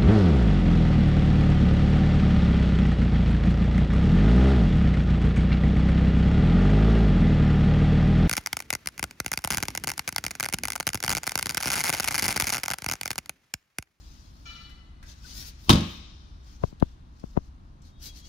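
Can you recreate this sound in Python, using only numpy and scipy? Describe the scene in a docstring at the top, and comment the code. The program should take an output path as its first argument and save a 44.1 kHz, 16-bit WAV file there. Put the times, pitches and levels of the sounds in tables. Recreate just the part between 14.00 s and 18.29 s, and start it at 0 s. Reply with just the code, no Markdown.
"""A showroom's hum and a faint sleeve come first; metal clinks far off, then a washing machine's door shuts close by.
The latch snaps and rings its rim (noise bursts, dying sines), and the cabinet booms into the hall.
Fingers bump the hand-held camera beside its left microphone (dispersed pulses) and the sleeve rustles again.
Cloth, ticks and air are shaped noise; squeaks and hum are wavering sines."""
import sys
import numpy as np
from scipy import signal
from scipy.fft import rfft, irfft
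from scipy.io import wavfile
from scipy.ndimage import uniform_filter1d

SR = 44100
rng = np.random.default_rng(int(sys.argv[2]) if len(sys.argv) > 2 else 0)


def file_out(sig):
    """Save sig as 16-bit WAV at sys.argv[1]."""
    # one column per channel
    cols = np.atleast_2d(sig).T
    # limit, then scale
    lim = np.clip(cols, -1, 1)
    pcm = np.round(lim * 32767).astype(np.int16)
    wavfile.write(sys.argv[1], SR, pcm)


N = 188994  # length [samples]


def amp(db):
    """Decibels to gain."""
    return 10 ** (np.asarray(db) / 20)


def unit(x):
    """Scales to rms 1."""
    return x / np.sqrt(np.mean(x ** 2) + 1e-20)


def read(points, hz):
    """Reads a table on a log-frequency axis."""
    f, value = np.transpose(points)
    return np.interp(np.log(hz + 1), np.log(f + 1), value)


def add(mix, s, sound):
    """Mixes a sound in at time s [s]."""
    part = mix[..., max(round(s * SR), 0):][..., :sound.shape[-1]]
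    part += sound[..., :part.shape[-1]]


def ring(x, response):
    """Convolves, keeping the length."""
    full = signal.fftconvolve(np.atleast_2d(x), np.atleast_2d(response), axes=1)
    return full[:, :x.shape[-1]]


def fade(t, t60):
    """Exponential decay that falls 60 dB in t60 [s]."""
    return np.exp(-np.log(1000) * t / t60)


def modes(table, t):
    """One dying sine for each mode, as rows."""
    return np.array([amp(db) * np.sin(2 * np.pi * hz * t) * fade(t, t60) for hz, db, t60 in table])


def wander(rate_hz, channels=1):
    """Slow random motion of rms 1: noise without its fast part."""
    hz = np.fft.rfftfreq(N, 1 / SR)
    noise = rfft(rng.standard_normal((channels, N)))
    return unit(irfft(noise * np.exp(-(hz / rate_hz) ** 2), N))


# likeness of diffuse sound at the left and right microphones: (frequency [Hz], correlation [-1 to 1])
MIC_LIKENESS = [(60, 1), (300, 0.58), (700, -0.12), (1200, -0.62), (3000, .5), (6000, -0.02),
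                (12000, -0.12)]


def diffuse(points):
    """Noise of a given spectrum at two microphones, alike in the bass."""
    hz = np.fft.rfftfreq(N, 1 / SR)
    left, other = rfft(rng.standard_normal((2, N)))
    same = np.clip(read(MIC_LIKENESS, hz), -1, 1)
    right = same * left + np.sqrt(1 - same ** 2) * other
    return unit(irfft(np.array([left, right]) * amp(read(points, hz)), N))


def tail(points, t60s):
    """A dense response, of energy 1 on the left, in which each band dies at its own speed."""
    hz, t, z = signal.stft(diffuse(points)[:, :SR * 2], SR, nperseg=512)
    out = signal.istft(z * fade(t, read(t60s, hz)[:, None]), SR)[1]
    return out / np.linalg.norm(out[0])


# the hook's first rattle [s], spacing [s], first level [dB] and weakening [dB/s]
CHATTER_S, CHATTER_GAP_S, CHATTER_DB, CHATTER_FADE_DB_PER_S = 1.758, 0.026, -19.5, 88.5


def chatter(count=3, jitter_s=.002, sway_db=5):
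    """The hook's weakening rattles in its catch, as rows (time [s], level [dB], left-right [dB])."""
    late, side = rng.standard_normal((count, 2)).T
    after = np.arange(count) * CHATTER_GAP_S
    times = CHATTER_S + after + jitter_s * late
    levels = CHATTER_DB - CHATTER_FADE_DB_PER_S * after
    return list(zip(times, levels, sway_db * side))


# close by, latch and rim striking home: (time [s], level [dB], left-right [dB])
BLOWS = [(1.6942, -2.5, 6.5), (1.6965, -2, -8.5), (1.6982, -9, -3.5), (1.7025, -1.5, -0.5),
         (1.7075, -5, -5.5), (1.7115, -7, -3.5), (1.7290, -11, -2), (1.7340, -12, -6)]
# snap of the plastic latch: (frequency [Hz], relative density [dB per Hz])
LATCH_SNAP = [(200, -10.5), (500, -7.5), (900, 8), (1300, 7.5), (1650, -43.5), (2200, -5), (3300, 3),
              (4200, 0.5), (5500, -4), (8000, -15.5), (14000, -28), (16500, -4.5)]
# resonances of the latch and the door's rim: (frequency [Hz], level [dB], t60 [s])
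RIM_MODES = [(806, -7.5, .18), (942, -2, 0.16), (1100, -9.5, 0.39), (1300, -7.5, 0.24), (2370, -12, 0.07),
             (3080, -9, 0.059), (3215, 2, .04), (3310, -4.5, 0.1), (3594, 3.5, 0.076), (3840, 1, .08),
             (4210, -1.5, .06), (4400, -10.5, 0.094), (4893, -9.5, 0.035), (6330, -13, 0.091)]
# loose panels and glass after a blow: (frequency [Hz], relative density [dB per Hz])
PANEL_SHIVER = [(120, -14), (270, 10), (450, -3), (800, 0.5), (1300, -6.5), (1650, -8.5), (2400, -10.5),
                (3600, -6), (5000, -7), (8000, -16), (15000, -17)]
# how long they shiver: (frequency [Hz], t60 [s])
PANEL_T60 = [(200, 0.61), (1000, 0.34), (4000, 0.36), (12000, 0.13)]


def latch(snap_db=-4, snap_s=0.0016, shiver_db=6, rim_db=-26, detune=0.0089, scuff_db=-40, scuff_s=0.013):
    """The hook rubs up its catch, snaps over and chatters; every blow rings the rim and shakes the panels."""
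    t = np.arange(SR // 5) / SR
    out, blows, grit = np.zeros((2, N)), np.zeros(N), diffuse(LATCH_SNAP)
    for k, (s, db, pan_db) in enumerate([*BLOWS, *chatter()]):
        fresh_grit = grit[:, k * len(t):][:, :len(t)]
        burst = amp(snap_db) * fresh_grit * np.exp(-t / snap_s)
        # each blow's rim modes are detuned at random, so the ring is dense
        detuned = [(hz * (1 + detune * rng.standard_normal()), level, t60) for hz, level, t60 in RIM_MODES]
        rim = amp(rim_db) * modes(detuned, t).sum(0)
        sides_db = np.array([[pan_db], [-pan_db]]) / 2
        add(out, s, (burst + rim) * amp(db + sides_db))
        add(blows, s, amp([db]))
    # the rub grows until the first blow
    before = BLOWS[0][0] - np.arange(N) / SR
    scuff = grit * np.exp(-abs(before) / scuff_s) * (before > 0)
    shiver = ring(blows, tail(PANEL_SHIVER, PANEL_T60))
    return out + amp(scuff_db) * scuff + amp(shiver_db) * shiver


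SEATED_S = 1.6975  # the moment the door's weight lands on the cabinet
# the seal grips the door and mutes the cabinet's ringing: delay after landing [s], onset [s], change [dB]
MUTE_AFTER_S, MUTE_S, MUTE_DB = 0.15, .05, -5
# close by, the door bouncing on its rubber seal: (time [s], level [dB], contact time [s])
SEAL_BOUNCES = [(1.687, -15, .003), (1.705, 3.5, 0.003), (1.712, 1, 0.0047), (1.721, -3, 0.0032),
                (1.732, -3.5, 0.0059), (1.753, 1, 0.0042)]
# cabinet, drum and door: (frequency [Hz], level [dB], t60 [s])
CABINET_MODES = [(69, -9.5, 0.79), (95.6, -1.5, 0.46), (125.5, 1, 0.39), (148, -7, 0.36), (173.6, 1, 0.47),
                 (197, -4, 0.49), (221.7, -3.5, 0.49), (272, -8, 0.55), (316, -2.5, 0.3), (335.5, -4, 0.24),
                 (367, -16.5, 0.32), (390, -13.5, 0.22), (467, -24, 0.15), (540, -17, 0.19),
                 (602, -18.5, 0.5)]


def cabinet(ring_db=-16.5, thud_db=-7, leak_hz=65, rise_s=0.0019):
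    """The door's weight rings the steel box until the seal grips; each bounce is a soft half-sine thud."""
    t, boom, thud = np.arange(SR) / SR, np.zeros(N), np.zeros(N)
    grip = amp(MUTE_DB * np.clip((t - MUTE_AFTER_S) / MUTE_S, 0, 1))
    add(boom, SEATED_S, modes(CABINET_MODES, t).sum(0) * (1 - np.exp(-t / rise_s)) * grip)
    for s, db, contact in SEAL_BOUNCES:
        push = np.sin(np.linspace(0, np.pi, round(contact * SR)))
        add(thud, s, amp(db) * push)
    leak = signal.butter(1, leak_hz, "highpass", fs=SR, output="sos")
    return amp(ring_db) * boom - amp(thud_db) * signal.sosfilt(leak, thud)


# fingers on the case by the left microphone: (time [s], peak [dB], corner above which it is dull [Hz])
FINGER_BUMPS = [(2.6372, -11, 1090), (2.6391, -9.5, 877), (2.727, -30.5, 400), (2.8252, -2, 805),
                (3.239, -20.5, 593), (3.3684, -21.5, 1200), (3.3737, -6, 760), (3.3860, -29, 700)]
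# spectrum of a bump: (frequency [Hz], relative density [dB per Hz])
BUMP_SPECTRUM = [(20, -13), (50, 2), (100, 4.5), (200, 4.5), (400, -3), (1000, -8), (2000, -20.5),
                 (5000, -18), (15000, -65)]
# what reaches the right microphone: (frequency [Hz], gain [dB])
ACROSS_CASE = [(60, -37), (200, -23.5), (500, -7.5), (1000, -15), (5000, -15)]
# skin scuffing the case round each bump: (frequency [Hz], relative density [dB per Hz])
SKIN_SCUFF = [(40, -2), (150, 9), (700, -3), (1300, -8.5), (2200, -24), (6000, -46), (12000, -50)]


def bumps(spread=0.0727, size=8192, skin_db=-24, skin_s=0.0067, skin_right_db=-12):
    """Knocks travel through the case as bending waves: treble arrives first, bass trails."""
    hz, out = np.fft.rfftfreq(size, 1 / SR), np.zeros((2, N))
    lead = size // 4  # room for the early treble [samples]
    # delay falls as 1 / sqrt(frequency); 1500 Hz arrives at the listed time
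    shift_s = lead / SR - spread / np.sqrt(1500)
    travel = np.exp(-2j * np.pi * (2 * spread * np.sqrt(hz) + hz * shift_s))
    skin = diffuse(SKIN_SCUFF) * amp([[0], [skin_right_db]])
    for s, db, corner_hz in FINGER_BUMPS:
        wave = travel * amp(read(BUMP_SPECTRUM, hz)) / np.sqrt(1 + (hz / corner_hz) ** 4)
        pair = irfft([wave, -wave * amp(read(ACROSS_CASE, hz))])
        add(out, s - lead / SR, amp(db) * pair / abs(pair).max())
        out += amp(db + skin_db) * skin * np.exp(-abs(np.arange(N) / SR - s) / skin_s)
    return out


def uneven(x, patchy_db=3):
    """Random gains, smoothed over time and frequency, make the noise uneven."""
    z = signal.stft(x, nperseg=1024)[2]
    patches = uniform_filter1d(rng.standard_normal(z.shape[1:]), size=5, axis=0)
    patches = uniform_filter1d(patches, size=4, axis=1)
    return unit(signal.istft(z * amp(patchy_db * unit(patches)))[1][:, :N])


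STROKE_STEEPNESS = 2.4  # a stroke speeds up and slows down along a bell; higher is squarer
CLOTH_REST_DB = -79  # the faint brushing of cloth that never lies quite still
# sleeve strokes as the arm swings the door, draws back and carries the camera:
# (middle [s], half length [s], level [dB], crispness [dB])
SLEEVE_STROKES = [(0.113, 0.18, -61.5, -9), (0.52, 0.2, -65.5, -2), (1.101, 0.03, -52.5, -20),
                  (1.207, 0.066, -63, -8), (1.296, 0.046, -48.5, -5), (1.399, 0.058, -47.5, 5.5),
                  (1.479, 0.024, -49.5, 5.5), (1.655, .055, -61, 3.5), (1.885, 0.095, -65, 9.5),
                  (2.512, 0.057, -61, -13.5), (2.661, 0.045, -59.5, -9), (2.883, 0.046, -67.5, -16.5),
                  (3.282, .10, -66.5, -10), (3.45, 0.038, -67.5, -19.5), (3.867, 0.033, -63, -18.5),
                  (4.058, 0.035, -49, 6), (4.181, 0.027, -53, -1), (4.28, 0.033, -54, -15)]
# soft brushing of cloth: (frequency [Hz], relative density [dB per Hz])
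CLOTH_BRUSH = [(500, -13.5), (1500, -6.5), (2500, -7.5), (3500, -3.5), (4600, 0), (6500, -2.5),
               (8000, -12.5), (10000, -17.5)]
# its crisp top: (frequency [Hz], relative density [dB per Hz])
CLOTH_SWISH = [(2500, -22.5), (5000, -2.5), (7500, -16), (10000, -14), (14000, -11), (16000, -9.5)]
# low rub as strokes tug at the camera: (frequency [Hz], relative density [dB per Hz])
CAMERA_TUG = [(60, -19), (130, 0.5), (280, -3.5), (500, -21), (2000, -50.5)]


def sleeve(brush_db=0.0, swish_db=-1, tug_db=-7, grain_db=1.0):
    """Cloth strokes swell and fade as soft brushing, crisp swish and low rub; the weave catches unevenly."""
    t, soft, crisp = np.arange(N) / SR, np.full(N, amp(CLOTH_REST_DB)), np.zeros(N)
    for middle, half, db, crisp_db in SLEEVE_STROKES:
        speed = np.exp(-abs((t - middle) / half) ** STROKE_STEEPNESS / 2)
        soft = np.hypot(soft, amp(db) * speed)
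        crisp = np.hypot(crisp, amp(db + crisp_db) * speed ** 2)
    brush, swish = uneven(diffuse(CLOTH_BRUSH)), uneven(diffuse(CLOTH_SWISH))
    low = amp(brush_db) * brush + amp(tug_db) * diffuse(CAMERA_TUG)
    weave = amp(grain_db * wander(150))
    return (soft * low + amp(swish_db) * crisp * swish) * weave


# light ticks of the door and the grip: (time [s], level [dB], centre [Hz], decay [s])
DOOR_GRIP_TICKS = [(.695, -54.5, 1870, 0.013), (1.028, -47.5, 1670, 0.012), (1.425, -46.5, 2340, .005),
                   (2.8, -44, 3580, 0.0012), (2.8049, -44, 3576, 0.00088), (3.197, -57.5, 5000, 0.0069),
                   (3.820, -59, 6450, 0.0053)]


def ticks():
    """Short plastic clicks: noise bursts, each round one broad resonance."""
    t, out = np.arange(SR // 10) / SR, np.zeros((2, N))
    for s, db, hz, decay in DOOR_GRIP_TICKS:
        grit = diffuse([(hz / 4, -18), (hz * .7, -8), (hz, 0), (hz * 1.4, -10), (16000, -26)])
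        add(out, s, amp(db) * grit[:, :len(t)] * np.exp(-t / decay))
    return out


# thin squeaks, first of the swinging door, then from down the aisle:
# (start [s], end [s], frequency [Hz], level [dB])
SQUEAKS = [(1.243, 1.264, 1500, -51), (1.32, 1.473, 1477, -67.5), (3.869, 4.326, 3300, -70),
           (3.88, 4.20, 3710, -71), (4.086, 4.154, 3310, -56.5), (4.194, 4.27, 3295, -57)]


def squeal(waver=0.53):
    """Thin wavering tones that swell and fade."""
    t, out = np.arange(N) / SR, np.zeros((2, N))
    for start, end, hz, db in SQUEAKS:
        arch = np.sqrt(abs(np.sin(np.pi * np.clip((t - start) / (end - start), 0, 1))))
        unsteady = 1 + waver * wander(27, channels=2)
        out += amp(db) * arch * np.sin(2 * np.pi * hz * t) * unsteady
    return out


# metal scraped far across the hall and left ringing: (time [s], level [dB])
FAR_CLINKS = [(.453, -44), (.55, -50)]
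# its partials: (frequency [Hz], level [dB], t60 [s])
METAL_MODES = [(1200, -14, 3.4), (1336, -0.5, 0.9), (1390, -1.5, 0.83), (1764, -8, .9), (2008, -14.5, 5.4),
               (2363, 2.5, 0.57), (2560, -17, 0.67), (2966, 2.5, 1.1), (3430, -7, 0.97), (3580, -9, .61),
               (3930, -4.5, 1), (4180, -12.5, 1.5), (4410, -11, 1.7), (4540, -7.5, 0.95), (5100, -14, 0.69),
               (5362, -12.5, 1.2), (5730, -5, 0.41), (6600, -12, 0.53), (6900, -12, 0.45)]
# dense weak ringing between those modes: (frequency [Hz], relative density [dB per Hz])
METAL_BETWEEN = [(500, -6), (1300, 2), (1900, -6.5), (2700, 2.5), (4400, 1.5), (5000, -4.5), (6600, -12.5),
                 (8000, -25.5)]


def clink(swell_s=0.01, blur_hz=24, wash_db=-6, wash_t60=1.0, damped_s=0.56):
    """Far metal heard mostly through the hall, so each partial swells in, blurs and is damped."""
    t, out = np.arange(N) / SR, np.zeros((2, N))
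    sound = amp(wash_db) * diffuse(METAL_BETWEEN) * fade(t, wash_t60)
    for hz, db, t60 in METAL_MODES:
        a, b, c = wander(blur_hz, channels=3)
        drift = np.array([a + 1j * b, a + 1j * c]) / 2  # echo level and phase, partly shared by both microphones
        partial = (drift * np.exp(2j * np.pi * hz * t)).real
        sound = sound + amp(db) * partial * fade(t, t60)
    envelope = (1 - np.exp(-t / swell_s)) / (1 + (t / damped_s) ** 3)
    for s, db in FAR_CLINKS:
        add(out, s, amp(db) * sound * envelope)
    return out


# hiss above HISS_HZ fades as the camera walks in between the rows of machines from WALK_S on
HISS_HZ, WALK_S, HISS_FADE_DB_PER_S = 1400, 2.4, 3.5
# the hall's rumble and air: (frequency [Hz], relative density [dB per Hz])
HALL_AIR = [(4, -38), (18, -5), (35, 3), (65, 3.5), (100, -7), (200, -11.5), (300, -16.5), (450, -29.5),
            (1200, -25), (2000, -35), (4000, -37), (6500, -52.5), (9000, -50), (15000, -65)]
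# the hum in it: (frequency [Hz], level [dB])
HALL_HUM = [(59, -51), (75, -59.5)]


def background(air_db=-48.0, hum_waver=0.26):
    """Ventilation rumble as noise with an unsteady low hum; its hiss dims down the aisle."""
    t, hz = np.arange(N) / SR, np.fft.rfftfreq(N, 1 / SR)
    hum = sum(amp(db) * np.sin(2 * np.pi * f * t) * (1 + hum_waver * wander(0.5)) for f, db in HALL_HUM)
    air = amp(air_db) * diffuse(HALL_AIR) * amp(0.44 * wander(1.8))
    rumble = irfft(rfft(air) / (1 + (hz / HISS_HZ) ** 4), N)
    hiss = air - rumble
    return hum + rumble + hiss * amp(-HISS_FADE_DB_PER_S * np.maximum(t - WALK_S, 0))


# the hall's echo: (frequency [Hz], relative level [dB])
HALL_ECHO = [(100, -14.5), (300, -11.5), (550, -3.5), (1200, -0.5), (2500, 4), (5000, -7), (8000, -3.5),
             (15000, -3)]
# how long it lasts: (frequency [Hz], t60 [s])
HALL_DECAY = [(150, 0.64), (1000, 0.71), (3000, 0.9), (5500, 1.61), (9000, 0.63), (15000, 0.18)]


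def hall_echo(sent):
    """The hall answers with a dense echo whose bands die at different speeds."""
    return ring(sent, tail(HALL_ECHO, HALL_DECAY))


# imbalance of the two microphones: (frequency [Hz], left-right [dB])
MIC_IMBALANCE = [(60, 1.5), (300, -1), (1000, 0), (2500, 2.5), (4500, 9), (6200, 10), (8000, -1),
                 (10500, -9.5), (14000, 0)]


def microphones(air):
    """Each microphone takes half of the left-right imbalance, with opposite sign."""
    lean_db = read(MIC_IMBALANCE, np.fft.rfftfreq(N, 1 / SR)) / 2
    return irfft(rfft(air) * amp([lean_db, -lean_db]), N)


def scene(door_wet_db=-17, tick_wet_db=-6, cloth_wet_db=-14):
    """Airborne sounds reach both microphones; the bumps come through the camera's case."""
    door, small, cloth = latch() + cabinet(), ticks(), sleeve()
    echo = hall_echo(amp(door_wet_db) * door + amp(tick_wet_db) * small + amp(cloth_wet_db) * cloth)
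    air = door + small + cloth + echo + clink() + squeal() + background()
    return microphones(air) + bumps()


EDGE_HZ = 15700  # upper band limit


def record(dry):
    """Peaks flatten at full scale; then a steep low-pass limits the band."""
    edge = signal.firwin(511, EDGE_HZ, window=("kaiser", 9), fs=SR)
    return signal.oaconvolve(np.clip(dry, -1, 1), edge[None], "same")


dry = scene()
out = record(dry)
file_out(out)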